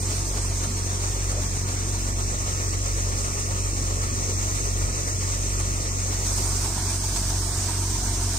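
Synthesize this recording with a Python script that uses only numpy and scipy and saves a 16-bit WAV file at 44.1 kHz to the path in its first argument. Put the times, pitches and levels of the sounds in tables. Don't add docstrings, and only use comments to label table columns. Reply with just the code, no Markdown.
import sys
import numpy as np
from scipy import signal
from scipy.fft import rfft, irfft, dct, next_fast_len
from scipy.io import wavfile
from scipy.ndimage import uniform_filter1d, map_coordinates

SR = 44100
rng = np.random.default_rng(int(sys.argv[2]) if len(sys.argv) > 2 else 0)


def makeup_ratio(level_db):
    decades = np.asarray(level_db, float) / 20
    return 10 ** decades


def unload_audio(sound):
    columns = np.transpose(np.atleast_2d(sound))
    steps = np.round(np.clip(columns, -1, 1) * 32767)
    wavfile.write(sys.argv[1], SR, steps.astype(np.int16))


N = 369558

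# start_s, facing [0 turned away, 1 facing]
TURN = [(0, .36), (.8, .3), (1, .22), (2.1, .2), (2.4, 0), (5.1, 0), (5.4, .1), (5.7, 0), (6.02, 0),
        (6.15, .22), (6.36, .4), (6.55, .5), (6.75, 1), (8.38, 1)]
LAG_S = 15.5 / 44100
CRANK_S, FIRST_S = .261, .11
HISS_OPENS = .4


def unit(x):
    return x / np.sqrt(np.mean(x ** 2) + 1e-20)


def along(rows, hz):
    f, *cols = np.transpose(rows)
    return np.array([np.interp(np.log(hz + 1), np.log(f + 1), c) for c in cols])


def curves(rows):
    s, *cols = np.transpose(rows)
    return [np.interp(np.arange(N) / SR, s, c) for c in cols]


def wobble(rate):
    knots = rng.standard_normal(int(N * rate / SR) + 4)
    return map_coordinates(knots, [np.arange(N) * rate / SR])


def rush(colour, patchy_db, facing):
    # pitch_hz, turned_away [0-1], facing [0-1]
    alike = [(60, .88, .98), (300, .95, .99), (600, .84, .97), (950, .62, .85), (1300, .65, .3),
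             (1580, .97, .25), (1950, .2, .2), (2550, .82, .45), (3000, .2, .1), (4300, .15, .1),
             (6000, .52, .1), (8500, .2, .05), (10000, .02, .02)]
    # pitch_hz, extra_phase_rad
    bend = [(1000, 0), (1550, -.3), (1800, .3), (2200, 1.2), (2600, .55), (2900, .7), (3300, 2.1),
            (4700, 2.2), (5900, 2.7), (7000, 1.4)]
    size = next_fast_len(N)
    hz = np.fft.rfftfreq(size, 1 / SR)
    z = signal.stft(rng.standard_normal((4, N)), nperseg=512)[2]
    field = uniform_filter1d(rng.standard_normal(z.shape[1:]), 6, axis=0)
    field = uniform_filter1d(field, 10, axis=1)
    patchy = signal.istft(z * makeup_ratio(patchy_db * unit(field)), nperseg=512)[1]
    noise = rfft(patchy, size)
    angle = np.arccos(np.clip(along(alike, hz), 0, 1)) / 2
    mid, side = noise[:2] * np.cos(angle), noise[2:] * np.sin(angle)
    late = np.exp(-2j * np.pi * hz * LAG_S - 1j * along(bend, hz)[0])
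    away = [mid[0] + side[0], (mid[0] - side[0]) * late]
    towards = [mid[1] + side[1], mid[1] - side[1]]
    ports = irfft(np.array(away + towards) * makeup_ratio(along(colour, hz)), size)[:, :N]
    return np.sqrt(1 - facing) * unit(ports[:2]) + np.sqrt(facing) * unit(ports[2:])


def wind():
    # start_s, level_db
    gusts = [
        (0, -55.5),
        (4.55, -42),
        (4.72, -53),
        (4.8, -45),
        (4.89, -32),
        (4.97, -42),
        (8.38, -54),
    ]
    low = signal.butter(2, [30, 130], "bandpass", fs=SR, output="sos")
    return makeup_ratio(curves(gusts)[0]) * unit(signal.sosfilt(low, rng.standard_normal(N)))


def bundles():
    # start_s, level_db, pitch_hz, length_s
    landings = [
        (.7, -38, 185, 0.069),
        (1.353, -39, 530, 0.056),
        (1.451, -42, 180, 0.046),
        (2.15, -46, 503, 0.035),
        (3.77, -40, 280, 0.078),
        (4.301, -39, 370, .05),
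        (6.404, -41, 365, 0.022),
        (6.5, -43.5, 1040, .07),
        (6.78, -41, 185, .05),
    ]
    out, t = np.zeros(N), np.arange(-SR // 4, SR // 4) / SR
    for s, db, hz, length in landings:
        band = signal.butter(2, [hz / 1.2, hz * 1.3], "bandpass", fs=SR, output="sos")
        puff = unit(signal.sosfilt(band, rng.standard_normal(len(t))))
        out[int(s * SR) - SR // 4:][:len(t)] += makeup_ratio(db) * puff * np.exp(-(t / length) ** 2)
    return out


def drive():
    # start_s, blade_passes_hz
    speed_rows = [(0.0, 46.769), (0.7, 46.76), (1.4, 46.736), (2.1, 46.763), (2.8, 46.812), (3.5, 46.808),
                  (4.2, 46.782), (4.9, 46.772), (5.6, 46.8), (6.3, 46.823), (7.0, 46.733), (7.7, 46.646),
                  (8.38, 46.731)]
    # multiple, level_db, unsteadiness_db
    blower_orders = [(1, -31, 0), (2, -30, -0.2), (3, -45, 1), (4, -59, -4), (5, -47.5, 2),
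                     (6, -66.5, -1.5), (7, -49, 1.5), (8, -54, 2.5), (9, -63, 3), (11, -60.5, -2)]
    # multiple of the firing rate, level_db
    engine_orders = [(1, -50), (2, -42), (3, -44), (4, -46), (5, -54), (17 / 3, -57), (12, -59)]
    belt = 22.81 / 46.79
    speed = curves(speed_rows)[0]
    late = [[0], [1]] * (1.6 - 1.2 * curves(TURN)[0]) * LAG_S * speed
    turns = np.cumsum(speed) / SR - late
    blades = 2 * np.pi * (turns + .392)
    firing = 2 * np.pi * (belt * turns + .225)
    out = np.zeros((2, N))
    for k, db, loose_db in blower_orders:
        out += makeup_ratio(db + 3 + loose_db * wobble(2.5)) * np.cos(k * blades + 2.3)
    for k, db in engine_orders:
        out += makeup_ratio(db + 3 + .8 * wobble(2)) * np.cos(k * firing + 1.6 - .7 * k * k)
    return out


def strokes():
    # start_s, extra_lift_db
    clumps = [
        (.635, 2),
        (1.157, -3),
        (3.12, 1.5),
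        (3.896, 3),
        (5.066, 1.5),
        (5.589, 0.5),
        (7.159, 2.2),
        (7.42, -1),
        (7.563, -3),
        (8.2, -2.5),
    ]
    return_s, slack_s = .136, .004
    forward_db, return_db, scatter_db = 3.5, 2, 0.13
    turn = np.arange(int(N / SR / CRANK_S) + 1) * CRANK_S + FIRST_S
    s = np.ravel([turn, turn + return_s], "F")
    db = np.resize([forward_db, return_db], 2 * len(turn))
    chance = rng.standard_normal((len(s), 2))
    db = db + scatter_db * chance[:, 0]
    for when, extra_db in clumps:
        db[np.argmin(np.abs(s - when))] += extra_db
    return s + slack_s * chance[:, 1], db


def thrown(s, db, rise, fall):
    kicks = np.bincount((s * SR).astype(int), np.maximum(makeup_ratio(2 * db) - 1, 0), N)[:N]
    t = np.arange(SR // 8) / SR
    shape = np.exp(-t / fall) - np.exp(-t / rise)
    return np.abs(signal.oaconvolve(kicks, shape / shape.max())[:N])


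def knocks(s, db):
    # pitch_hz, level_db, t60_s
    frame = [(677.5, -6, 0.063), (922, -1.5, 0.1), (1168, -9.5, 0.066)]
    level_db, facing_db, late_s = -43, 7, .006
    out, t = np.zeros(N + SR), np.arange(SR // 8) / SR
    hz, mode_db, t60 = np.transpose(frame)[:, :, None]
    chance = rng.standard_normal((len(s), 2, len(frame), 1))
    for when, lift_db, (loud, pitch) in zip(s, db, chance):
        decay = makeup_ratio(mode_db + 2 * loud - 60 * t / t60)
        ring = decay * np.sin(2 * np.pi * hz * (1 + .015 * pitch) * t)
        soft_start = 1 - np.exp(-t / 0.0026)
        out[int((when + late_s) * SR):][:len(t)] += makeup_ratio(lift_db) * ring.sum(axis=0) * soft_start
    facing = curves(TURN)[0]
    at = np.arange(N) - [[0], [1]] * (1 - facing) * LAG_S * SR
    return makeup_ratio(level_db + facing_db * facing) * map_coordinates(out, [at], order=1)


def rumble(throw, feed, facing):
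    # pitch_hz, level_db per Hz
    colour = np.array([(15, -30), (32, -10), (45, -0.5), (60, 0), (100, 8), (160, -5), (185, 2), (215, -4),
                       (300, -1), (420, -2.5), (600, -43)])[:, [0, 1, 1, 1, 1]]
    level = makeup_ratio(-38.5 + 0.26 * feed) * np.sqrt(1 + 0.19 * throw)
    return level * rush(colour, patchy_db=0.75, facing=facing)


def rattle(throw, feed, flutter, load_db, facing):
    # pitch_hz, left_away_db, right_away_db, left_facing_db, right_facing_db
    colour = [(248, -103, -98, -93.5, -92), (383, -66.5, -71, -70.5, -71), (531, -66.5, -66, -77.5, -75.5),
              (684, -69.5, -68, -65, -64.5), (813, -77.5, -71, -70, -69.5), (920, -71.5, -72.5, -65, -66),
              (1243, -68.5, -69, -70.5, -70.5), (1654, -73.5, -73, -68.5, -74),
              (1943, -75, -72.5, -77, -73), (2354, -76.5, -73.5, -72, -73), (2730, -78.5, -77, -78, -75.5),
              (3414, -79.5, -79.5, -74, -72.5), (4346, -75, -74, -74, -68), (5200, -100, -100, -100, -100)]
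    level_db = -38 - 0.5 * facing + .6 * load_db
    level = makeup_ratio(level_db + .6 * flutter + 0.44 * feed) * np.sqrt(1 + .9 * throw)
    return level * rush(colour, patchy_db=1.18, facing=facing)


def hiss(throw, feed, flutter, load_db, facing):
    # pitch_hz, left_away_db, right_away_db, left_facing_db, right_facing_db
    colour = [(3550, -100, -100, -100, -86), (4740, -77, -72, -75.5, -67), (5620, -65.5, -67.5, -66.5, -65),
              (6390, -60.5, -65.5, -61.5, -66), (7380, -70, -65, -69, -64.5),
              (8510, -81, -64.5, -77.5, -60), (9010, -92, -67.5, -120, -65), (9650, -140, -77.5, -140, -71),
              (10400, -140, -87, -140, -83), (11600, -112, -84.5, -105, -78.5),
              (13500, -100, -80.5, -93, -79), (14300, -101, -85.5, -93, -80.5),
              (14500, -108, -84.5, -120, -76.5), (15800, -110, -82, -120, -84.5)]
    swell_db, swell_late_s = -0.14, 0.033
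    opened = np.clip(facing / HISS_OPENS, 0, 1) ** 3
    since = np.arange(N) / SR - FIRST_S - swell_late_s
    level_db = -31.5 + 2 * opened + 1.2 * load_db
    level_db = level_db + swell_db * np.cos(2 * np.pi * since / CRANK_S)
    level_db = level_db + 0.23 * feed + 0.36 * wobble(14) + 0.6 * flutter
    return makeup_ratio(level_db) * np.sqrt(1 + 0.33 * throw) * rush(colour, patchy_db=0.99, facing=opened)


def thresher():
    # start_s, load_db
    load = [(0, 0), (.5, -1.7), (1, -0.1), (1.3, -0.76), (2.1, -0.5), (2.6, 0.6), (2.9, -0.1), (3.5, 1),
            (4, -.5), (4.45, 1), (5.2, 0.5), (5.9, 0.45), (6.3, 2), (6.8, 0), (7.3, 0.5), (7.9, 0),
            (8.38, 0)]
    load_db, facing = curves(load)[0], curves(TURN)[0]
    s, db = strokes()
    throw, feed = thrown(s, db, rise=0.006, fall=0.012), wobble(12)
    flutter = wobble(35)
    out = rumble(throw, feed, facing)
    out = out + rattle(throw, feed, flutter, load_db, facing)
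    out = out + hiss(throw, feed, flutter, load_db, facing)
    return out + knocks(s, db)


def scene():
    return drive() + thresher() + wind() + bundles()


def coarse_frames(x, size=1024, offset=459, count=8):
    # pitch_hz, left_or_mid_db per Hz, right_or_side_db per Hz
    steps = [(170, -76, -74), (500, -83, -82), (1300, -74.5, -78), (1600, -71.5, -74), (1800, -78, -78),
             (2100, -75, -74.5), (2900, -74.5, -76), (3300, -74, -74.5), (4000, -72.5, -72.5),
             (5200, -68.5, -68.5), (7000, -65.5, -65.5), (8300, -72, -74), (10300, -76, -75),
             (10900, -82, -78), (11400, -92, -83), (12000, -94, -82), (14200, -94, -84.5),
             (14800, -84, -81.5)]
    # turned_away_hz, facing_hz
    joint_hz = [6890, 2950]
    # pitch_hz, level_db
    masked_rows = [(170, -40), (300, -23), (500, -17), (800, -15), (1300, -10), (1600, -7), (2600, -7),
                   (3500, -9), (4500, -14)]
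    half, window = size // 2, signal.windows.kaiser_bessel_derived(2 * size, 4 * np.pi)
    hops = np.pad(x, ((0, 0), (2 * size - offset, 3 * size)))
    hops = hops[:, :hops.shape[1] // size * size].reshape(2, -1, size)
    frames = np.concatenate([hops[:, :-1], hops[:, 1:]], axis=2) * window
    a, b, c, d = np.split(frames, 4, axis=2)
    folded = np.concatenate([-c[..., ::-1] - d, a - b[..., ::-1]], axis=2)
    z = dct(folded, type=4, norm="ortho")
    hz = (np.arange(size) + .5) * SR / 2 / size
    facing = np.interp(np.arange(z.shape[1]) * size / SR, *np.transpose(TURN))[:, None]
    joint = hz < np.where(facing < .5, *joint_hz)

    def swap(v):
        return np.where(joint, np.array([v[0] + v[1], v[0] - v[1]]) / np.sqrt(2), v)

    z = swap(z)
    drift = uniform_filter1d(rng.standard_normal(z.shape[:2] + (size // count,)), size=3, axis=1)
    drift_db = np.where(hz > 9500, 7.5, 4) * np.repeat(drift, count, axis=2)
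    drift_db = drift_db + 3 * np.clip(facing / HISS_OPENS, 0, 1) ** 3
    step = makeup_ratio(along(steps, hz)[:, None] + drift_db) * np.sqrt(SR / 2)
    strength = np.sqrt(np.mean((z / step).reshape(2, -1, size // count, count) ** 2, axis=3))
    power = np.mean(z.reshape(strength.shape + (count,)) ** 2, axis=3)
    band_hz = hz[::count]
    masked = joint[:, ::count] & (power < power[::-1] * makeup_ratio(2 * along(masked_rows, band_hz)[0]))
    kept = (strength > np.where(band_hz > 9500, .5, .38)) & ~masked
    z = np.sign(z) * np.floor(np.abs(z) / step + .41) * step
    z = z * (hz < 15750) * np.repeat(kept, count, axis=2)
    y = dct(swap(z), type=4, norm="ortho")
    p, q = y[..., :half], y[..., half:]
    first = np.concatenate([q, -q[..., ::-1]], axis=2)
    second = np.concatenate([-p[..., ::-1], -p], axis=2)
    out = first[:, 1:] * window[:size] + second[:, :-1] * window[size:]
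    return out.reshape(2, -1)[:, size - offset:][:, :N]


def top_cut(x):
    return signal.sosfilt(signal.butter(12, 15750, fs=SR, output="sos"), x)


def record(dry):
    mix = coarse_frames(dry)
    return top_cut(mix)


dry = scene()
out = record(dry)
unload_audio(out)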